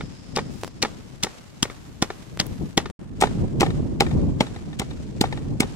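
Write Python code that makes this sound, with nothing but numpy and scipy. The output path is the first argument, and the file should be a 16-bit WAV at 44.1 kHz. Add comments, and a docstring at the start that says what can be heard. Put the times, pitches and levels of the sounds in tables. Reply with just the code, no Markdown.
"""A light wooden tap and a thin, fading insect drone open the scene; wind rumbles on the microphone.
A wooden pestle then pounds chillies and garlic in a heavy mortar, outdoors beside a small fire: noise grains
crunch, short tones crack and thump, and decaying modes knock. Filtered noise makes the wind, hiss and sizzle.
Near three seconds the sound drops out briefly; then the mortar is heard from just above its rim."""
import sys
import numpy as np
from scipy import signal
from scipy.fft import rfft, irfft, next_fast_len
from scipy.io import wavfile
from scipy.ndimage import uniform_filter1d

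SR = 44100
rng = np.random.default_rng(int(sys.argv[2]) if len(sys.argv) > 2 else 0)


def put_to_file(sound):
    """Save the sound as 16-bit audio at rate SR, in the file named by the first command-line argument."""
    columns = np.atleast_2d(sound).T  # one column per channel
    safe = np.clip(columns, -1, 1)
    whole_steps = np.round(safe * 32767)
    wavfile.write(sys.argv[1], SR, whole_steps.astype(np.int16))


N = 253575
TIME = np.arange(N) / SR
AGE = np.arange(SR // 2) / SR   # time within one sound
BREAK_FROM_S, BREAK_TO_S = 2.912, 2.992


# Pestle strokes. Each row: start in seconds, crunch in relative dB, crunch treble in dB, crack in Hz,
# crack in relative dB, thump in relative dB, knock in relative dB, time to sink through the pods in seconds,
# settling knock in relative dB, time to slip to the bottom of the bowl in seconds.
PESTLE_STROKES = [(0.363, -21.5, -3.5, 4970, -15.5, -29, -13, 0.0074, -15.5, 0.02),
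                  (0.8266, -12.5, -1.5, 4400, -6, -38.5, -14, 0.0063, -12, 0.021),
                  (1.2356, -12, 0, 4420, -15.5, -28.5, -16, 0.0075, -23.5, 0.031),
                  (1.628, -6.5, 2, 3210, -8.5, -19, -29, 0.000064, -22.5, 0.024),
                  (2.0236, -10.5, -3, 3410, -20, -17, -13.5, 0.0017, -30, 0.019),
                  (2.4005, -13.5, -6.5, 4560, -6.5, -24, -32, 0.007, -27, 0.012),
                  (2.7762, -9.5, 1.5, 3290, -5, -14, -7, 0.0018, -25, 0.023),
                  (3.2133, -17.5, -0.5, 2300, -24, -31, -6, 0.0081, -6, 0.022),
                  (3.608, -15.5, -3, 2440, -22, -18, -9.5, .0074, -8.5, 0.0205),
                  (4.006, -11.5, -8, 2200, -13, -21.5, -7, 0.0018, -14.5, 0.012),
                  (4.407, -15, -12, 2145, -16, -21.5, -6, 0.00041, -36, 0.014),
                  (4.797, -20.5, -2, 2090, -30, -25.5, -28, 0.0054, -20, 0.019),
                  (5.2119, -11, -1.5, 4480, -11.5, -13.5, -17, 0.00048, -16, 0.0265),
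                  (5.604, -8.5, 0, 2240, -12.5, -13.5, -21.5, 0.00036, -21, 0.016)]
THICK_SINK_S, SECOND_BURST_SINKS, SECOND_BURST_DB = 0.011, 1.7, -24.5


def bursts_of_pods():
    """One burst a stroke; a thick layer gives way again, louder the thicker. Rows: s, dB, treble dB, sink s."""
    rows = []
    for start_s, level_db, treble_db, *_, sink_s, _, _ in PESTLE_STROKES:
        rows.append((start_s, level_db, treble_db, max(sink_s, 0)))
        if sink_s > THICK_SINK_S / 2:
            second_s = start_s + SECOND_BURST_SINKS * sink_s
            second_db = SECOND_BURST_DB + 20 * np.log10(sink_s / THICK_SINK_S)
            rows.append((second_s, second_db, treble_db, 2 * sink_s))
    return rows


# Spectrum of bursting pods. Each row: frequency in Hz, relative level in dB.
CRUNCH_SPECTRUM = [(150,-22),(500,0.5),(1200,-1),(2800,-0.5),(5000,-7.5),(8000,-1.5),(11000,-14),(16000,-19.5)]
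# Air in the bowl, colouring the crunch. Each row: frequency in Hz, width in Hz, gain in dB.
BOWL_AIR = [(3970,1420,9),(5330,520,14.5)]
SQUEEZE_S, SQUEEZE_PER_SINK = 0.00091, 0.25   # the crunch swells more slowly in a thick layer
TOUCH_LEAD_S, TOUCH_PER_SINK = 0.0045, 0.72   # the tip touches a thick layer earlier


def crunch(level_db=-8, lead_s=0.00097, stop_s=0.0014, ooze_db=-17, ooze_s=0.0094, press_db=-19, apart_db=-8):
    """Skins crackle from first touch, burst together as the pestle closes on them, then ooze briefly."""
    out = np.zeros((2, N))
    before_s = 0.03
    t = AGE - before_s - lead_s
    after = np.maximum(t, 0)
    release = np.exp(-after / stop_s) + from_db(ooze_db) * np.exp(-after / ooze_s)
    for start_s, burst_db, treble_db, sink_s in bursts_of_pods():
        touching = np.clip((t + TOUCH_LEAD_S + TOUCH_PER_SINK * sink_s) * 2000, 0, 1)
        swell_s = max(SQUEEZE_S + SQUEEZE_PER_SINK * sink_s, 1e-4)
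        squeeze = np.exp(np.minimum(t, 0) / swell_s)
        envelope = touching * np.maximum(squeeze, from_db(press_db)) * release
        shared = grains(len(t), 3.0)
        separate = from_db(apart_db) * grains((2, len(t)), 0.97)
        burst = colour((shared + separate) * envelope, [(4000, 0), (8000, treble_db)])
        add(out, start_s - before_s, burst * from_db(burst_db + level_db))
    out = colour(out, CRUNCH_SPECTRUM)
    hollow = sum(from_db(db) * resonance(out, hz, width_hz) for hz, width_hz, db in BOWL_AIR)
    return 1.33 * out + hollow


def cracks(decay_cycles=8, rise_s=0.00019, left_db=5.5, waver=0.042):
    """Bursting pods ring the gap between tip and bowl: a short, unsteady note, pitched stroke by stroke."""
    out = np.zeros(N)
    for start_s, _, _, hz, level_db, *_ in PESTLE_STROKES:
        unsteady_hz = hz * (1 + waver * drift(1100)[:len(AGE)])
        note = np.sin(2 * np.pi * np.cumsum(unsteady_hz) / SR)
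        envelope = (1 - np.exp(-AGE / rise_s)) * np.exp(-AGE * hz / decay_cycles)
        add(out, start_s, from_db(level_db) * note * envelope)
    return out * from_db([[left_db], [-left_db]])


def thumps(level_db=9.0, hardest_hz=250, cycles=0.58, early_s=0.0019, stiffening=0.25):
    """The cushioned blow shoves the mortar on its table; harder blows pack the pods stiffer and swing faster."""
    out = np.zeros(N)
    hardest_db = max(stroke[5] for stroke in PESTLE_STROKES)
    for start_s, _, _, _, _, thump_db, *_ in PESTLE_STROKES:
        hz = hardest_hz * from_db(stiffening * (thump_db - hardest_db))
        add(out, start_s - early_s, swing(hz, cycles) * from_db(thump_db + level_db))
    return out


def swing(hz, cycles):
    """A shove as one or two swings that swell and die."""
    phase = AGE * hz - 1.5 * cycles
    onset = 1 - np.exp(-AGE * hz * 10)
    return np.cos(2 * np.pi * phase) * np.exp(-(phase / cycles) ** 2) * onset


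# Pestle tapping the wall as it rocks and is lifted. Each row: start in seconds, relative level in dB.
WALL_TAPS = [(0.008, -22.5), (0.39, -17.5), (0.8548, -20.5), (1.699, -29.5), (2.102, -21.5), (2.857, -21),
             (3.271, -27.5), (3.663, -25), (3.704, -32), (4.065, -27.5), (4.112, -35.5), (4.468, -36.5),
             (4.561, -37), (4.73, -40.5), (4.911, -40), (5.254, -31), (5.325, -22), (5.374, -35),
             (5.6306, -23.5)]
LANDING_LEAD_S = 0.0007   # the tip meets the bowl just before its sinking time is up
LANDING_RISE_S, RISE_PER_SINK = 0.00018, 0.063   # pods cushion the onset
SLIP_RISE_S, TAP_RISE_S = 0.0015, 0.00063   # glancing contacts build up more slowly
LANDING_TREBLE_DB, KNOCK_TREBLE_SHARE = 3.5, 0.65   # direct blows are brighter; mashed pods dull them


def contacts():
    """Wood meets the bowl by tap, landing and settling slip. Rows: s, dB, rise s, extra treble dB."""
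    rows = [(start_s, tap_db, TAP_RISE_S, 0) for start_s, tap_db in WALL_TAPS]
    for start_s, _, treble_db, *_, knock_db, sink_s, settle_db, settle_s in PESTLE_STROKES:
        rise_s = LANDING_RISE_S + RISE_PER_SINK * sink_s
        landing_treble_db = LANDING_TREBLE_DB + KNOCK_TREBLE_SHARE * treble_db
        rows.append((start_s + sink_s - LANDING_LEAD_S, knock_db, rise_s, landing_treble_db))
        rows.append((start_s + settle_s, settle_db, SLIP_RISE_S, 0))
    return rows


# Modes of mortar and pestle. Each row: frequency in Hz, relative level in dB, 60 dB decay in seconds.
BOWL_MODES = [(360,-2,0.053),(425,-7.5,0.042),(771.4,1,0.026),(840.4,-3.5,0.045),(958,-7,0.036),(1194,-6,0.042),(1388,-8.5,0.044),(1899,-9,0.039),(2190,-3,0.015),(3560,-4.5,0.0082)]
# Spectrum of the woody clack. Each row: frequency in Hz, relative level in dB.
CLACK_SPECTRUM = [(80,-48.5),(200,9),(450,5),(1000,-9),(2000,-10.5),(4000,-10.5),(8000,-22.5),(16000,-52)]
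MEDIUM_KNOCK_DB, DULLING_PER_DB = -22, 0.35   # heavy knocks land on dull pulp, light ones on bare wood


def knocks(ring_db=-2, clack_db=-10, clack_s=0.018, hard_db=4, thud_db=-3, thud_hz=400,
           free_s=0.0082, pressed_db=-7):
    """Each contact thuds and rings the bowl over a woody clack, until the pestle's weight chokes both."""
    out = np.zeros((2, N))
    hz, mode_db, t60_s = np.transpose(BOWL_MODES)
    upper = np.clip(np.log2(hz / 1200), 0, 1)   # share of each mode that needs a hard contact
    sign = (-1) ** np.arange(len(hz))
    choke = from_db(pressed_db * (1 - np.exp(-(AGE / free_s) ** 4)))
    thud = from_db(thud_db) * swing(thud_hz, 0.5)
    for start_s, level_db, rise_s, treble_db in contacts():
        strength, detune = rng.standard_normal((2, len(hz)))
        hardness_db = hard_db + treble_db - DULLING_PER_DB * (level_db - MEDIUM_KNOCK_DB)
        # the grip and the point of contact shift the modes a little
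        mode_hz = hz * (1 + 0.041 * detune)
        waves = np.sin(2 * np.pi * np.outer(mode_hz, AGE)) * from_db(-60 * AGE / t60_s[:, None])
        ring = (from_db(mode_db + ring_db + 2 * strength + upper * hardness_db) * sign) @ waves
        grit = grains(len(AGE), 0.76) + 0.5 * grains((2, len(AGE)), 1.8)
        clack = colour(grit * np.exp(-AGE / clack_s), CLACK_SPECTRUM)
        clack = clack + (from_db(hardness_db) - 1) * cut(clack, 1800, "high", order=1)
        attack = 1 - np.exp(-AGE / max(rise_s, 1e-4))
        add(out, start_s, from_db(level_db) * (thud + attack * choke * (ring + from_db(clack_db) * clack)))
    return cut(out, 9000, "low")   # wood is too soft for the very top


# Modes of the free pestle. Each row: frequency in Hz, relative level in dB, 60 dB decay in seconds.
PESTLE_MODES = [(1270, -6, 0.072), (1815, 4, 0.048), (3760, 3.5, 0.029)]


def pestle_ring(level_db=-21, follows=0.54, hidden_db=-9):
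    """Clear of the pulp, the pestle rings freely at each tap, weakly tracking its force; the rim hides the side."""
    out = np.zeros(N)
    for start_s, tap_db in WALL_TAPS:
        for hz, mode_db, t60_s in PESTLE_MODES:
            strength, detune = rng.standard_normal(2)
            wave = np.sin(2 * np.pi * hz * (1 + detune / 60) * AGE)
            wave_db = level_db + follows * tap_db + mode_db + 2 * strength - 60 * AGE / t60_s
            add(out, start_s, wave * from_db(wave_db))
    return out * from_db(np.where(TIME < BREAK_FROM_S, hidden_db, 0))


# Two ports beside the bowl, the left brighter around 7500 Hz. Each row: frequency in Hz, left in dB, right in dB.
SIDE_PORTS = [(2500,-1,-2),(4200,-1,-3.5),(7500,2,-0.5),(11000,-2,-0.5)]
# Two ports facing down into the bowl. Each row: frequency in Hz, left in dB, right in dB.
ABOVE_PORTS = [(407,-1.5,1.5),(1690,-1,-3),(2550,5,-3),(5900,-2.5,-3.5),(8700,1,8.5),(10900,8,-9)]


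def placed(x, side_lag_s=0.00007, above_lag_s=0.00017, mouth_hz=800, mouth_width_hz=170):
    """From the side the mortar is nearer the right port; from above nearer the left, with a hollow mouth."""
    side = at_ports([np.roll(x[0], round(side_lag_s * SR)), x[1]], SIDE_PORTS)
    above = at_ports([x[0], np.roll(x[1], round(above_lag_s * SR))], ABOVE_PORTS)
    hollow = above + resonance(above, mouth_hz, mouth_width_hz)
    return np.where(TIME < BREAK_FROM_S, side, hollow)


def at_ports(x, table):
    """Give each port its own colour."""
    hz, *sides_db = np.transpose(table)
    return np.array([equalise(channel, hz, db) for channel, db in zip(x, sides_db)])


# Spectrum of the scattered tail. Each row: frequency in Hz, relative level in dB.
TAIL_SPECTRUM = [(100,13.5),(900,7.5),(4500,-8.5),(8000,-10.5),(11000,-17.5),(16000,-41.5)]


def surroundings(x, near_db=-16, near_s=0.018, far_db=-22, far_s=0.22):
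    """Quick scatter from body and table, then a faint uneven tail: diffuse, dying with the energy fed in."""
    power = np.mean(x ** 2, axis=0) + 1e-18
    heard_power = 0
    for level_db, decay_s in ((near_db, near_s), (far_db, far_s)):
        keep = np.exp(-2 / (decay_s * SR))
        heard_power = heard_power + from_db(2 * level_db) * signal.lfilter([1 - keep], [1, -keep], power)
    unevenness = from_db(2.5 * drift(220))
    return colour(grains((2, N), 5.4), TAIL_SPECTRUM) * np.sqrt(heard_power) * unevenness


# Small dry snaps of twigs and skins. Each row: start in seconds, relative level in dB.
DRY_SNAPS = [(0.635, -2.5), (0.6468, -7), (0.678, -13.5), (2.374, -10.5), (2.901, -14.5)]
# Spectrum of a snap. Each row: frequency in Hz, relative level in dB.
SNAP_SPECTRUM = [(100,-12.5),(400,7),(6000,-15),(12000,-22.5),(16000,-49)]


def snaps(splinter_db=-27, decay_s=0.0024):
    """Tiny brittle breaks: one sharp pulse and a trace of splintering."""
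    out = np.zeros((2, N))
    for start_s, level_db in DRY_SNAPS:
        snap = from_db(splinter_db) * rng.standard_normal((2, len(AGE))) * np.exp(-AGE / decay_s)
        snap[:, 0] -= 1
        add(out, start_s, snap * from_db(level_db))
    return colour(out, SNAP_SPECTRUM)


# Spectrum of dry brushing. Each row: frequency in Hz, relative level in dB.
RUSTLE_SPECTRUM = [(500,1),(7500,-1),(16000,-15)]


def rustle(level_db=-21.5, swell_db=15, start_s=0.47, stop_s=0.682):
    """A dry brushing swells around the first snaps and stops short."""
    progress = (TIME - start_s) / (stop_s - start_s)
    flutter_db = 2.5 * drift(150)
    swell = from_db(level_db + swell_db * (np.clip(progress, 0, 1) - 2.5) + flutter_db)
    gate = np.clip(4 * progress, 0, 1) * (progress < 1)
    return colour(grains((2, N), 5.0), RUSTLE_SPECTRUM) * swell * gate


# Spits of the fire. Each row: start in seconds, level in dB before the high-pass.
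FIRE_SPITS = [(2.466, -29.5)]


def spits(decay_s=0.0022, above_hz=7500):
    """The fire spits: a thin, very high tick of decaying noise."""
    out = np.zeros((2, N))
    for start_s, level_db in FIRE_SPITS:
        tick = rng.standard_normal((2, len(AGE))) * np.exp(-AGE / decay_s)
        add(out, start_s, tick * from_db(level_db))
    return cut(out, above_hz, "high")


# Breeze. Each row: time in seconds, relative rumble level in dB.
WIND_GUSTS = [(0.0, -39), (0.2, -47.5), (0.43, -36), (0.68, -45.5), (1.0, -44), (1.45, -53), (1.7, -47.5),
              (2.25, -46), (2.62, -32.5), (2.73, -45.5), (2.87, -36), (3.02, -41), (3.43, -25), (3.51, -34),
              (3.56, -25), (3.67, -29.5), (3.75, -25), (3.95, -32.5), (4.04, -26), (4.24, -22),
              (4.48, -37.5), (5.05, -36), (5.5, -30.5), (5.75, -38.5)]
# Spectrum of turbulence. Each row: frequency in Hz, relative level in dB.
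WIND_SPECTRUM = [(15, -43.5), (25, -8.5), (140, -1.5), (300, -10), (484, -21.5), (1200, -42), (2200, -99)]


def wind(level_db=4, calm_hz=300, shared=0.31, side_db=2):
    """Lumpy turbulence at each port; stronger lumps reach higher in pitch."""
    gust_db, = in_time(WIND_GUSTS)
    noise = rng.standard_normal((2, N)) + shared * rng.standard_normal(N)
    eddies = rms_one(cut(colour(noise, WIND_SPECTRUM), 2000, "low"))
    low = cut(eddies, calm_hz, "low", order=1)
    lumps_db = 1.3 * np.array([drift(70), drift(70)]) + 1.1 * drift(50)
    reach = from_db(2 * lumps_db)   # small eddies come in bursts
    windward_db = side_db * (TIME < BREAK_FROM_S) * np.array([[1], [-1]])
    return (low + reach * (eddies - low)) * from_db(gust_db + level_db + windward_db + lumps_db)


# Single eddies striking the microphone. Each row: start in seconds, level in dB, mean pitch in Hz.
EDDY_BUFFETS = [(0.036, -17.5, 172), (2.634, -12.5, 197), (3.375, -12.5, 255), (3.421, -7.5, 123)]


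def buffets(t60_s=0.028):
    """An eddy gives one soft low bump, a little different at each port."""
    out = np.zeros((2, N))
    for start_s, level_db, hz in EDDY_BUFFETS:
        port_hz = hz * from_db(0.5 * rng.standard_normal((2, 1)))
        add(out, start_s, np.sin(2 * np.pi * port_hz * AGE) * from_db(level_db - 60 * AGE / t60_s))
    return cut(out, 620, "low")


# Spectrum of outdoor hiss. Each row: frequency in Hz, relative level in dB.
YARD_SPECTRUM = [(60,-29),(300,10.5),(1500,2.5),(7500,-3.5),(11000,-17),(15500,-31.5)]
# Spectrum of the fire. Each row: frequency in Hz, relative level in dB.
SIZZLE_SPECTRUM = [(4000,-20),(11500,0),(13500,-6),(16000,-18)]
# Fire flaring and sinking. Each row: time in seconds, sizzle in dB just after a stroke.
FIRE_LEVELS = [(0.0, -89), (1.0, -66.5), (2.7, -60.5), (3.0, -81), (5.75, -75)]
HISS_DB, SINK_DB_PER_S = -47.5, 17   # level just after a stroke
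HISS_DIP_DB, DIP_S = -19, 0.18   # the hiss dips around the break


def air():
    """Wide crackling hiss and fine fire sizzle; both step up with each stroke and sink until the next."""
    sizzle_db, = in_time(FIRE_LEVELS)
    starts_s = np.array([0] + [start_s for start_s, *_ in PESTLE_STROKES])
    latest_s = starts_s[np.searchsorted(starts_s, TIME, "right") - 1]
    sinking_db = -SINK_DB_PER_S * (TIME - latest_s)
    away = np.maximum(BREAK_FROM_S - TIME, TIME - BREAK_TO_S) / DIP_S
    hiss_db = HISS_DB + HISS_DIP_DB * (1 - np.clip(away, 0, 1) ** 2)
    crackle_db = 1.3 * drift(14) + 1.8 * drift(120)
    yard = colour(grains((2, N), 6.5), YARD_SPECTRUM) * from_db(hiss_db + crackle_db)
    sizzle = colour(grains((2, N), 3.0), SIZZLE_SPECTRUM) * from_db(sizzle_db)
    return (yard + sizzle) * from_db(sinking_db)


def insects(hz=5080, width_hz=650, level_db=-57.5, fade_s=0.9):
    """A thin, far insect drone, noise through two equal resonances, that dies away."""
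    once = resonance(rng.standard_normal((2, N)), hz, width_hz)
    drone = rms_one(resonance(once, hz, width_hz))
    return drone * from_db(level_db + 2 * drift(31)) * np.exp(-(TIME / fade_s) ** 2)


def from_db(db):
    """Decibels to gain."""
    return 10 ** (np.asarray(db) / 20)


def rms_one(x):
    """Scale to unit power."""
    return x / np.sqrt(np.mean(x ** 2) + 1e-20)


def in_time(rows):
    """Each column of a curve at every sample."""
    s, *columns = np.transpose(rows)
    return [np.interp(TIME, s, column) for column in columns]


def colour(x, spectrum):
    """Shape by (Hz, dB) points; white noise keeps its power."""
    return equalise(x, *np.transpose(spectrum), keep_power=True)


def equalise(x, hz, db, keep_power=False):
    """Shape by a spectrum interpolated in dB over log frequency."""
    size = next_fast_len(x.shape[-1] + 1024)
    bins_hz = np.maximum(np.fft.rfftfreq(size, 1 / SR), 1)
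    gain = from_db(np.interp(np.log(bins_hz), np.log(hz), db))
    if keep_power:
        gain = rms_one(gain)
    return irfft(rfft(x, size) * gain, size)[..., :x.shape[-1]]


def cut(x, hz, kind, order=2):
    """Low- or high-pass."""
    return signal.sosfilt(signal.butter(order, hz, kind, fs=SR, output="sos"), x + 1e-18)


def resonance(x, hz, width_hz):
    """A band that rings; gain about one at its peak."""
    r = np.exp(-np.pi * width_hz / SR)
    zeros = np.array([1, 0, -1]) * (1 - r * r) / 2
    poles = [1, -2 * r * np.cos(2 * np.pi * hz / SR), r * r]
    return signal.lfilter(zeros, poles, x + 1e-18)


def drift(rate_hz):
    """Random points at a given rate, joined by lines; spread near one."""
    count = int(N / SR * rate_hz) + 2
    return np.interp(TIME * rate_hz, np.arange(count), rng.standard_normal(count))


def grains(shape, spread_db):
    """Dense clicks of uneven size, unit power."""
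    clicks = rng.standard_normal(shape)
    size_db = spread_db * np.minimum(rng.exponential(1, shape), 4)
    return rms_one(clicks * from_db(size_db))


def add(out, start_s, sound):
    """Mix a sound in from a start time."""
    start = max(round(start_s * SR), 0)
    out[..., start:start + sound.shape[-1]] += sound[..., :N - start]


def scene():
    """Pounding with its echoes, small snaps, and the open air."""
    direct = placed(crunch() + cracks() + thumps() + knocks() + pestle_ring())
    pounding = direct + surroundings(direct)
    small_sounds = snaps() + rustle() + spits()
    return pounding + small_sounds + wind() + buffets() + air() + insects()


def record(dry, top=0.8, break_db=-73, cutoff_hz=16000):
    """The sound drops out briefly, peaks are rounded, the top is cut."""
    outside_break = (TIME < BREAK_FROM_S) | (TIME > BREAK_TO_S)
    running = uniform_filter1d(1.0 * outside_break, size=128)
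    rounded = top * np.tanh(dry * np.maximum(running, from_db(break_db)) / top)
    return signal.sosfilt(signal.ellip(10, 0.1, 90, cutoff_hz, fs=SR, output="sos"), rounded)


dry = scene()
out = record(dry)
put_to_file(out)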